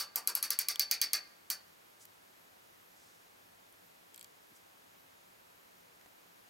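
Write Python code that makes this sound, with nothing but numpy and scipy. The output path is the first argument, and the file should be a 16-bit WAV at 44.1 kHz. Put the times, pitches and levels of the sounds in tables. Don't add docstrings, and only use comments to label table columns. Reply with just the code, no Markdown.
import sys
import numpy as np
from scipy import signal
from scipy.fft import rfft, irfft, next_fast_len
from scipy.io import wavfile
from scipy.ndimage import map_coordinates

SR = 44100
rng = np.random.default_rng(int(sys.argv[2]) if len(sys.argv) > 2 else 0)


def log_audio(samples):
    frames = np.atleast_2d(samples).T
    limited = np.clip(frames, -1, 1)
    pcm = np.round(limited * 32767).astype(np.int16)
    wavfile.write(sys.argv[1], SR, pcm)


N = 286429
T = np.arange(SR // 2) / SR
TREBLE_DB = -42


def amp(db):
    return 10 ** (np.asarray(db) / 20)


def unit(x):
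    return x / np.sqrt(np.mean(x ** 2) + 1e-20)


def along(points, hz):
    point_hz, values = np.transpose(points)
    return np.interp(np.log(hz + 1), np.log(point_hz + 1), values)


def bell(hz, centre_hz, octaves):
    return np.exp(-.5 * (np.log2((hz + 1) / centre_hz) / octaves) ** 2)


def filtered(x, response):
    n = x.shape[-1]
    padded = next_fast_len(n + 8192)
    spectrum = rfft(x, padded) * response(np.fft.rfftfreq(padded, 1 / SR))
    return irfft(spectrum, padded)[..., :n]


def noise(gain, alike, size):
    def mid_side_gain(hz):
        turn = np.arccos(np.clip(along(alike, hz), -1, 1)) / 2
        return gain(hz) * np.array([np.cos(turn), np.sin(turn)])

    mid, side = filtered(rng.standard_normal((2, size)), mid_side_gain)
    return unit(np.array([mid + side, mid - side]))


def fade(t60):
    return np.exp(-np.log(1000) * T / t60)


def rise(seconds):
    return 1 - np.exp(-T / seconds)


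def ring(modes, scatter_db, spread):
    hz, db, t60 = np.transpose(modes)[:, :, None]
    size, phase, skew, grip = rng.standard_normal((4, len(modes), 1))
    wander = np.cumsum(rng.standard_normal((len(modes), len(T))), axis=1) * .0022
    cycles = hz * (1 + .0012 * grip) * T + phase + wander
    waves = [np.sin(2 * np.pi * cycles + side * spread * skew) for side in (1, -1)]
    return np.sum(amp(db + scatter_db * size) * fade(t60) * np.array(waves), axis=1)


def add(track, s, hit):
    start = round(s * SR)
    hit = hit[:, max(-start, 0):]
    part = track[:, max(start, 0):][:, :hit.shape[1]]
    part += hit[:, :part.shape[1]]


def ratchet():
    # start in seconds, then relative levels in dB of the snap,
    # the spring's ping and the handle's ring.
    clicks = [(-0.006, -32, -35, -40), (0.1577, -23.5, -29, -45.5), (0.2735, -23.5, -22.5, -43),
              (0.3518, -28.5, -21, -44.5), (0.4272, -33, -23, -42.5), (0.5043, -27, -21.5, -39.5),
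              (0.5889, -21.5, -24.5, -40.5), (0.685, -25.5, -24.5, -38.5), (0.7948, -19.5, -26.5, -34.5),
              (0.912, -20.5, -34.5, -36), (1.015, -19.5, -29, -34.5), (1.1323, -20.5, -24, -36),
              (1.501, -23, -33, -42)]
    # mean delay in seconds, mean level in dB.
    echoes = [(.0072, -18), (0.0094, -24), (.0198, -19), (.0255, -17.5), (.031, -31)]
    out, steel = np.zeros((2, N)), wash()
    for s, snap_db, ping_db, handle_db in clicks:
        low_db = swing_colour(s)
        snap = pawl_snap(snap_db, ping_db, handle_db)
        body = (frame_beam(low_db) + handle_ring(handle_db)) * rise(0.0073)
        add(out, s, snap + body + frame_ring(steel, low_db, handle_db))
        for delay, db in echoes:
            add(out, s + delay + rng.normal(0, 0.00093), amp(db + rng.normal(0, 1.5)) * snap)
    return out


def pawl_snap(snap_db, ping_db, handle_db):
    # frequency in Hz, relative level in dB per Hz.
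    crack_colour = [(240, -73), (400, -35), (2320, -18), (3030, -6), (4680, -16.5), (7120, -4), (10200, -4),
                    (11200, -20), (15000, 6.5), (16500, -8.5)]
    # frequency in Hz, relative level in dB, t60 in seconds.
    gear_modes = [(6560, -40, 0.011), (7870, -9, 0.023)]
    pawl_modes = [(12840, -0.5, 0.014), (14400, -13, 0.0116), (15040, -1, .013)]
    spring_modes = [(11170, 2.5, 0.012), (11400, 3.5, 0.011)]
    head_modes = [(2354, -10.5, 0.052), (3260, -10, 0.023), (4130, -3, 0.034), (4760, 0.5, 0.028),
                  (5170, -4, 0.029), (5700, 1, 0.0097), (6370, 4, 0.013)]
    pawl_db = -23
    crack = noise(lambda hz: amp(along(crack_colour, hz)), [(1000, 0.98)], len(T)) * fade(0.026)
    tooth = amp(snap_db) * (amp(-2.5) * crack + ring(gear_modes, scatter_db=5.5, spread=0.22))
    pawl = amp(pawl_db) * ring(pawl_modes, scatter_db=4.0, spread=0.11)
    spring = amp(ping_db + 2.5) * ring(spring_modes, scatter_db=3.5, spread=0.32)
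    head = amp(handle_db + 9.5) * ring(head_modes, scatter_db=2.1, spread=.15)
    return (tooth + pawl + spring + head) * rise(0.00043)


def handle_ring(handle_db):
    # frequency in Hz, relative level in dB, t60 in seconds.
    handle_modes = [(3962, -14, .11), (4436, -8, .16), (4497, -0.5, .23), (4552, -3, .21),
                    (4625, -3.5, .14), (4652, -1.5, .15), (4755, -2.5, .13), (4842, -7, .11),
                    (5157, -6, .13), (5275, -8.5, .12), (5428, -7.5, .14), (5528, -6.5, .15),
                    (6127, -11, .12)]
    overtones = [(8700, 1.5, .15), (10080, -6, .09), (13750, -1, .125)]
    handle = amp(handle_db + 4.5) * ring(handle_modes, scatter_db=1, spread=.15)
    shimmer = amp(TREBLE_DB - 2) * ring(overtones, scatter_db=1.5, spread=.15)
    return handle + shimmer


def swing_colour(s):
    # time in seconds, strongest frequency in Hz, relative level in dB.
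    swing = [(0, 1120, -44), (.27, 1130, -44), (.36, 1370, -47), (.8, 2100, -46.5), (1.05, 1900, -43),
             (1.5, 1500, -47)]
    times, *columns = np.transpose(swing)
    centre_hz, frame_db = [np.interp(s, times, column) for column in columns]
    return lambda hz: frame_db - 1 + 8 * bell(hz, centre_hz, octaves=0.45)


def frame_beam(low_db):
    # frequency in Hz, relative level in dB, t60 in seconds.
    beam_modes = [(473, -11.5, 0.19), (573, -9.5, 0.13), (780, -8, 0.055), (1063, -11.5, 0.062),
                  (1176, -2, 0.12), (1537, -5.5, 0.1), (1598, -19, 0.57), (2116, -2, 0.14),
                  (2437, -3.5, 0.19)]
    coloured = [(hz, db + low_db(hz) - 3.5, t60) for hz, db, t60 in beam_modes]
    return ring(coloured, scatter_db=4.5, spread=0.184)


def frame_ring(steel, low_db, handle_db):
    # frequency in Hz, t60 in seconds.
    frame_decay = [(400, .25), (1500, .17), (4500, .128), (8000, .105), (15000, .097)]
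    hz, t, bins = signal.stft(0.14 * steel + 0.74 * wash(), SR, nperseg=256)
    handle_colour = along([(4500, handle_db + 9.0), (8000, TREBLE_DB + 24.5)], hz)
    colour_db = np.where(hz < 3000, low_db(hz) + 17.5, handle_colour)
    decay = np.exp(-np.log(1000) * t / along(frame_decay, hz)[:, None])
    gain = amp(colour_db + 5.0)[:, None] * decay
    return signal.istft(bins * gain, SR, nperseg=256)[1][:, :len(T)] * rise(0.03)


def wash():
    # frequency in Hz, relative level in dB per Hz.
    frame_colour = [(50, -52), (150, -19), (300, -10.5), (480, -10), (800, -4.5), (1300, -1.5), (2300, 1.5),
                    (3200, 3.5), (4700, 13.5), (6000, 8.5), (7300, -3), (9500, -3.5), (11300, -2.5),
                    (15300, -5.5)]
    knots = np.linspace(0, SR / 2, num=190)
    bunching_db = 7 * rng.uniform(-0.48, 1, len(knots))
    colour = lambda hz: amp(along(frame_colour, hz) + np.interp(hz, knots, bunching_db))
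    return noise(colour, [(500, 1.0), (2000, 0.93), (6000, 0.9)], len(T))


def yard(x):
    tail = noise(lambda hz: bell(hz, centre_hz=900, octaves=1.5), [(1000, .1)], len(T)) * fade(0.56) * rise(0.035)
    return signal.fftconvolve(x, tail / np.linalg.norm(tail[0]), axes=1)[:, :N]


def touches():
    # start in seconds, relative level in dB, centre in Hz.
    taps = [(0.7578, -32.5, 3450), (2.053, -44.5, 13000), (3.725, -56.5, 9900), (6.0112, -55, 1980),
            (6.06, -52, 695)]
    out = np.zeros((2, N))
    for s, db, centre_hz in taps:
        band = lambda octaves: noise(lambda hz: bell(hz, centre_hz, octaves), [(1000, 0.89)], len(T))
        tap = band(octaves=0.16) + amp(-1.5) * band(octaves=2.4)
        add(out, s, amp(db) * tap * fade(0.014) * rise(0.00011))
    return out


def rubs():
    # middle in seconds, level at the middle in dB, half length in seconds, centre in Hz.
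    brushes = [(2.023, -59, 0.016, 6840), (3.055, -68.5, .089, 5860), (4.517, -67.5, 0.017, 260),
               (4.566, -65, 0.014, 7000)]
    out, t = np.zeros((2, N)), np.arange(N) / SR
    for s, db, half_s, centre_hz in brushes:
        swell = np.exp(-.5 * ((t - s) / half_s) ** 2)
        out += amp(db) * swell * noise(lambda hz: bell(hz, centre_hz, octaves=.6), [(1000, 0.9)], N)
    return out


def lens_motor():
    # frequency in Hz, relative level in dB, t60 in seconds.
    housing_modes = [(2360, -25, .025), (3290, -21, .025), (4620, -10, .008), (7640, 0, .005),
                     (8020, -4, .005), (11050, -1, .003), (12580, -1, .005)]
    run_start_s, step_s, step_count = 4.1443, .0167, 7
    step_db, step_growth_db = -45.5, .5
    accent_db, rebound_db, rebound_s = 1.5, -5.5, 0.0022
    out = np.zeros((2, N))
    for k in range(step_count):
        crack = noise(lambda hz: bell(hz, centre_hz=7860, octaves=0.94), [(1000, 0.35)], len(T)) * fade(0.0018)
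        tick = (amp(8) * crack + ring(housing_modes, scatter_db=1.5, spread=0.17)) * rise(.0001)
        s, db = run_start_s + k * step_s, step_db + k * step_growth_db
        if k % 2 == 0:
            db += accent_db
            dull = filtered(tick, lambda hz: 1 / (1 + (hz / 4500) ** 4))
            rebound = unit(dull) * np.std(tick)
            add(out, s + rebound_s, amp(db + rebound_db) * rebound)
        add(out, s, amp(db) * tick)
    return out * amp([[1.5], [-1.5]])


def background():
    # frequency in Hz, relative level in dB per Hz.
    air_colour = [(20, -22), (45, -11), (70, -14), (100, -2.5), (135, -9.5), (180, -4.5), (300, -1.5),
                  (500, 0.5), (850, 1), (1700, -2.5), (3500, -8.5), (7500, -14), (12000, -14.5),
                  (16000, -17)]
    # frequency in Hz, left-right likeness from -1 to 1.
    air_likeness = [(60, 0.78), (130, 0.77), (290, -0.18), (640, -0.59), (1410, -0.53), (3100, -0.11),
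                    (6820, 0.67), (15000, 0.82)]
    # frequency in Hz, relative level in dB.
    whine_tones = [(172.3, -88), (6772, -88.5), (12225, -84), (12290, -87.5), (13485, -85.5)]
    waver_db, wavers_per_s = 3.5, 14
    air = amp(-61) * noise(lambda hz: amp(along(air_colour, hz)), air_likeness, N)
    t = np.arange(N) / SR
    whine = 0
    for hz, db in whine_tones:
        knots = rng.standard_normal(int(t[-1] * wavers_per_s) + 2)
        waver = waver_db * map_coordinates(knots, [t * wavers_per_s])
        drift = np.cumsum(rng.standard_normal(N)) * 0.0313
        whine = whine + amp(db + 5.5 + waver) * np.sin(2 * np.pi * hz * t + drift)
    return air + whine


def scene():
    tool = ratchet()
    return tool + amp(-20.5) * yard(tool) + touches() + rubs() + lens_motor() + background()


def record(dry):
    top_hz = 16150
    return filtered(dry, lambda hz: 1 / (1 + (hz / top_hz) ** 120))


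dry = scene()
out = record(dry)
log_audio(out)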